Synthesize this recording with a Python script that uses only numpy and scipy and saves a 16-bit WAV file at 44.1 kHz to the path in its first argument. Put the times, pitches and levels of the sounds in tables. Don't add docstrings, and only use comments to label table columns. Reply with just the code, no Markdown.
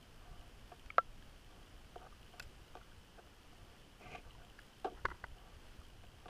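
import sys
import numpy as np
from scipy import signal
from scipy.fft import rfft, irfft, next_fast_len
from scipy.io import wavfile
from scipy.ndimage import map_coordinates

SR = 44100
rng = np.random.default_rng(int(sys.argv[2]) if len(sys.argv) > 2 else 0)


def natural_amplitude(level_db):
    exponent = np.asarray(level_db, float) / 20
    return 10 ** exponent


def file_out(sig):
    cols = np.atleast_2d(sig).T
    lim = np.clip(cols, -1, 1)
    pcm = np.round(lim * 32767).astype(np.int16)
    wavfile.write(sys.argv[1], SR, pcm)


N = 277389
TIME = np.arange(N) / SR
FRAME_HZ = 60000 / 1001


def unit(x):
    return x / np.sqrt(np.mean(x ** 2) + 1e-20)


def level(rows):
    s, db = np.transpose(rows)
    return natural_amplitude(np.interp(TIME, s, db, left=-140, right=-140))


def swells(rows):
    gain = np.zeros(N)
    for s, length, db in rows:
        phase = np.pi * np.clip((TIME - s) / length, 0, 1)
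        gain += natural_amplitude(db) * np.sqrt(np.abs(np.sin(phase)))
    return gain


def wobble(rate):
    knots = rng.standard_normal(int(N * rate / SR) + 4)
    return map_coordinates(knots, [np.arange(N) * rate / SR])


def filtered(x, response):
    m = next_fast_len(len(x) + 8192)
    return irfft(rfft(x, m) * response(np.fft.rfftfreq(m, 1 / SR)), m)[..., :len(x)]


def resonances(modes, tilt_db=0):
    centre, width, db = np.transpose(modes)[..., None]
    sign = (-1.) ** np.arange(len(modes))[:, None]
    gain = sign * natural_amplitude(db + tilt_db * np.log2(centre / 1000))
    return lambda f: gain * 1j * f * width / (centre * centre - f * f + 1j * f * width)


def body(modes, tilt_db=0):
    return lambda f: resonances(modes, tilt_db)(f).sum(axis=0)


def contacts(events, modes, trim_db):
    out, t = np.zeros(N + SR), np.arange(SR // 8) / SR
    impulse = 1. * (t == 0)
    for s, db, length, tilt_db in events:
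        length = max(length, 1e-5)
        onset = 1 - np.exp(-(t + 1 / SR) / (.12 * length))
        push = rng.standard_normal(len(t)) * onset * np.exp(-(t / length) ** 2)
        response = resonances(modes, tilt_db)
        rings, clean = filtered(push, response), filtered(impulse, response)
        share = np.linalg.norm(clean, axis=1) / np.linalg.norm(rings, axis=1)
        sound = share @ rings
        out[round(s * SR):][:len(t)] += natural_amplitude(db + trim_db) * sound / np.abs(sound).max()
    return out[:N]


def cushioned(x, edge_hz):
    return filtered(x, lambda f: 1 / (1 + 1j * f / edge_hz) ** 2)


# centre in Hz, width in Hz, level in dB.
AIR_POCKET = [(174, 41, -28), (526, 80, -10), (712, 103, -9), (1146, 78, -6), (1343, 41, 2),
              (1620, 76, -13), (2030, 180, -20.5), (2700, 160, -27.5), (3120, 440, -32), (4050, 250, -30.5),
              (4860, 300, -33.5), (6700, 640, -62)]
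# start in seconds, peak in dB, contact length in seconds, tilt in dB per octave.
TAPS = [
    (.9817, -11.5, 0.000018, 1.5),
    (.9868, -36.5, .00002, -0.5),
]


def tap():
    return cushioned(contacts(TAPS, AIR_POCKET, trim_db=2.0), edge_hz=2900)


# centre in Hz, width in Hz, level in dB.
MOUNT_MODES = [(375, 53, 4.5), (966, 110, 4.5), (1420, 162, 5), (2000, 110, 0), (2880, 460, -22),
               (4680, 420, -25.5), (6600, 1500, -38), (10000, 2500, -54)]
# start in seconds, peak in dB, contact length in seconds, tilt in dB per octave.
MOUNT_KNOCKS = [
    (5.046, -39, 0.0097, -6),
    (5.0514, -29, 0.000018, -5),
    (5.0534, -18.5, .00002, 2),
    (5.0552, -19, 0.000025, 6),
    (5.057, -26, 0.0044, 3.5),
    (5.084, -39, 0.0064, -1),
    (5.1, -39, 0.0075, 8),
    (5.112, -37, 0.0082, 0),
    (5.2385, -32, 0.0064, 3),
    (5.2415, -32.5, 0.000021, -0.5),
]


def knocks():
    return cushioned(contacts(MOUNT_KNOCKS, MOUNT_MODES, trim_db=0), edge_hz=4600)


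# centre in Hz, width in Hz, level in dB.
HOUSING_MODES = [(285, 44, -11.5), (379, 30, -4), (467, 32, -4), (716, 42, 2.5), (914, 36, -10.5),
                 (1156, 42, -6), (1570, 140, -15), (2620, 730, -23)]
# start in seconds, peak in dB, contact length in seconds, tilt in dB per octave.
HOUSING_CREAKS = [(.716, -44.5, 0.0079, 0.5), (1.957, -40.5, 0.0042, -2.5), (2.335, -51, 0.0054, 1),
                  (2.7525, -40.5, 0.0027, -1), (2.769, -45.5, 0.0043, 4), (3.184, -50, 0.011, 2),
                  (3.524, -57, 0.01, -1), (4.008, -51, 0.0091, -5), (4.147, -42, 0.017, 8),
                  (4.8445, -30.5, 0.0061, -2), (4.851, -30, 0.011, -3), (4.864, -36, 0.016, -3),
                  (4.895, -48, 0.029, -14), (6.035, -50.5, 0.0068, 5.5), (6.2565, -43, 0.0056, -0.5),
                  (6.281, -44, 0.009, 4.5)]


def creaks():
    return cushioned(contacts(HOUSING_CREAKS, HOUSING_MODES, trim_db=1.5), edge_hz=4500)


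# centre in Hz, width in Hz, level in dB.
SHELL_MODES = [(800, 280, -9), (1480, 110, 3), (2070, 560, -9.5), (2600, 81, 0.5), (3400, 810, -13.5),
               (4560, 1000, -7), (5200, 1350, -10.5), (7340, 420, -13.5), (10400, 1700, -25.5),
               (12500, 3100, -30)]
# start in seconds, peak in dB, contact length in seconds, tilt in dB per octave.
SHELL_SNAPS = [
    (.859, -56.5, 0.0044, -0.5),
    (2.3965, -39.5, 0.0022, 3),
    (2.3995, -41.5, 0.0026, -1.5),
    (2.422, -52, 0.013, 4.5),
    (4.589, -51.5, 0.0041, -3.5),
]


def snaps():
    return contacts(SHELL_SNAPS, SHELL_MODES, trim_db=5.0)


# start in seconds, peak in dB, ring in Hz, upper ring in Hz, upper ring in dB.
GRIT_TICKS = [(0.9028, -31.5, 1280, 2250, 1), (1.1797, -59, 1420, 2930, -7),
              (1.2241, -42.5, 1670, 3170, -4.5), (2.1248, -39, 1200, 2930, -18),
              (2.2792, -56.5, 1200, 3100, 6), (2.8125, -39.5, 1410, 2580, -16),
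              (2.92, -42, 1520, 3030, -20), (4.009, -43, 710, 2450, -12), (4.029, -50, 1150, 2220, -5),
              (4.149, -32, 746, 2500, -14), (4.3076, -53.5, 1200, 2930, 10.5),
              (4.3494, -42, 970, 2890, -14), (4.589, -30.5, 1670, 2800, -17),
              (5.8144, -42.5, 1220, 2880, -26), (5.8511, -56, 1900, 3050, 5),
              (6.0342, -46, 1150, 2960, -17)]


def ticks():
    out, t = np.zeros(N + SR), np.arange(SR // 10) / SR
    low_cycles, high_cycles = 26.3, 24.5

    def ring(hz, cycles):
        return natural_amplitude(-60 * t * hz / cycles) * np.sin(2 * np.pi * hz * t)

    onset = 1 - np.exp(-t / 0.0019)
    for s, db, low_hz, high_hz, high_db in GRIT_TICKS:
        high = ring(high_hz, high_cycles) + natural_amplitude(-11) * ring(1.36 * high_hz, high_cycles)
        rings = natural_amplitude(-12) * ring(low_hz, low_cycles) + natural_amplitude(high_db) * high
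        out[round(s * SR):][:len(t)] += natural_amplitude(db + 7) * onset * rings
    return out[:N]


# start in seconds, length in seconds, level in dB.
CLAMP_RUBS = [(.18, 0.31, -67), (1.48, 0.17, -65), (1.99, 0.091, -58.5), (2.34, 0.096, -68),
              (2.79, .05, -68), (3.172, 0.032, -57), (3.262, 0.016, -64), (3.58, 0.2, -68.5),
              (4.0, 0.21, -58), (4.24, 0.067, -63.5), (4.36, 0.12, -64.5), (5.34, 0.21, -64.5)]
# start in seconds, length in seconds, level in dB.
MOUNT_RATTLES = [
    (4.94, 0.072, -61),
    (5.11, 0.063, -62.5),
]
# time in seconds, level in dB.
GLOVE_SCRAPE = [
    (3.995, -85),
    (4.012, -63.5),
    (4.05, -58.5),
    (4.15, -53),
    (4.19, -63.5),
    (4.22, -80),
]
# centre in Hz, width in Hz, level in dB.
GLOVE_MODES = [(100, 110, 0), (454, 230, -1), (1200, 130, -7), (2080, 140, -2), (2435, 160, 1.5),
               (2930, 310, -8.5), (4600, 1000, -19), (6300, 1400, -22.5)]


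def friction():
    def slips():
        return rng.standard_normal(N) * natural_amplitude(3.5 * wobble(120))

    rub = swells(CLAMP_RUBS) * unit(filtered(slips(), body(HOUSING_MODES[:-1], tilt_db=4)))
    rattle = swells(MOUNT_RATTLES) * unit(filtered(slips(), body(MOUNT_MODES, tilt_db=-2.5)))
    rasp = filtered(slips(), body(GLOVE_MODES)) * natural_amplitude(0.89 * wobble(200))
    return rub + rattle + natural_amplitude(1.5) * level(GLOVE_SCRAPE) * unit(rasp)


# start in seconds, peak in dB, swing in Hz.
WATER_SHOVES = [
    (.39, -49, 29.8),
    (.64, -51.5, 34.6),
    (0.855, -55, 45.2),
    (1.089, -51, 35),
    (4.944, -52, 40),
    (5.048, -41.5, 69),
    (5.237, -47, 69),
    (5.321, -51, 35),
    (5.79, -46.5, 69),
]


def shoves():
    out = np.zeros(N)
    for s, db, hz in WATER_SHOVES:
        after = np.clip(TIME - s, 0, 1)
        out += natural_amplitude(db + 6.0) * np.sin(2 * np.pi * hz * after) * np.exp(-1.6 * hz * after)
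    return out


# frequency in Hz, density in dB per Hz.
FLOOR_SPECTRUM = [(12, -43), (20, 3.5), (82, -3), (256, -12.5), (589, -18.5), (736, -19), (998, -21.5),
                  (1510, -21.5), (2170, -26), (3030, -22.5), (3780, -30.5), (4990, -29), (7150, -36),
                  (9700, -37.5), (15100, -43)]
# time in seconds, level in dB.
FLOW_LEVEL = [(0.0, -58.5), (4.26, -60), (4.35, -52), (4.68, -65.5), (5.01, -57), (5.06, -45), (5.12, -58),
              (5.2, -67), (5.24, -60), (5.36, -58.5), (6.22, -58.5), (6.29, -58)]


def water():
    hz, db = np.transpose(FLOOR_SPECTRUM)

    def colour(f):
        return natural_amplitude(np.interp(np.log(f + 1), np.log(hz), db))

    def hiss_response(f):
        return colour(f) * f ** 2 / (f ** 2 + 130 ** 2)

    def rumble_response(f):
        return colour(np.maximum(f, 20)) * f / (f + 6) / (1 + (f / 130) ** 2)

    hiss = filtered(rng.standard_normal(N), hiss_response)
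    rumble = filtered(rng.standard_normal(N), rumble_response)
    surge = wobble(5)
    flow = level(FLOW_LEVEL) * natural_amplitude(1 * surge + 2.5 * wobble(18))
    return natural_amplitude(-63.5 + 0.53 * surge) * unit(hiss) + flow * unit(rumble)


def fizz():
    phase = (TIME * FRAME_HZ) % 1
    gate = np.exp(-((phase - .72) / .11) ** 2) * natural_amplitude(2.5 * wobble(40))
    modes = [(3050, 290, 5.5), (5350, 490, -16.0), (7360, 5800, -16.0)]  # Hz, width Hz, dB
    return natural_amplitude(-75.0) * unit(filtered(gate * rng.standard_normal(N), body(modes)))


# multiple of the frame rate, level in dB rms.
READOUT_TONES = [(48, -92), (49, -91), (110, -101), (147, -104), (156, -98), (157, -98), (164, -96),
                 (165, -101), (174, -99), (175, -104), (202, -103), (211, -98), (212, -102), (213, -106),
                 (219, -101)]


def whine():
    out = np.zeros(N)
    for k, db in READOUT_TONES:
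        cycles = k * FRAME_HZ * TIME + rng.random()
        out += natural_amplitude(db + 3 + wobble(2)) * np.sin(2 * np.pi * cycles)
    return out


def scene():
    hits = tap() + knocks() + creaks() + snaps()
    background = water() + fizz() + whine()
    return (hits + ticks() + friction() + shoves() + background)[None]


def microphone_port(x):
    def notches(f):
        upper = np.exp(-((f - 13600) / 450) ** 2)
        lower = np.exp(-((f - 11200) / 500) ** 2)
        return natural_amplitude(-2 * upper - 2 * lower)
    return filtered(x, notches)


def treble_dropouts(x):
    hz, t, z = signal.stft(x, SR, nperseg=1024)
    busy = np.abs(z[(hz > 300) & (hz < 3000)]).max(axis=0) > natural_amplitude(-50)
    hz = hz[:, None]
    odds = .42 * np.exp(-((hz - 13600) / 500) ** 2) + .3 * (hz > 13000)
    draws = rng.random((len(hz) // 4 + 1, len(t) // 3 + 1))
    patches = np.kron(draws, np.ones((4, 3)))[:len(hz), :len(t)]
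    lost = (patches < odds) | (busy & (hz > 13000))
    kept = ~lost & (hz < 15270)
    makeup = natural_amplitude(2.5 * (hz > 13000))
    return signal.istft(z * kept * makeup, SR, nperseg=1024)[1][:N]


def low_pass(x):
    return signal.sosfilt(signal.butter(12, 15270, fs=SR, output="sos"), x)


def record(dry):
    mix = treble_dropouts(microphone_port(dry[0]))
    return low_pass(mix[None])


dry = scene()
out = record(dry)
file_out(out)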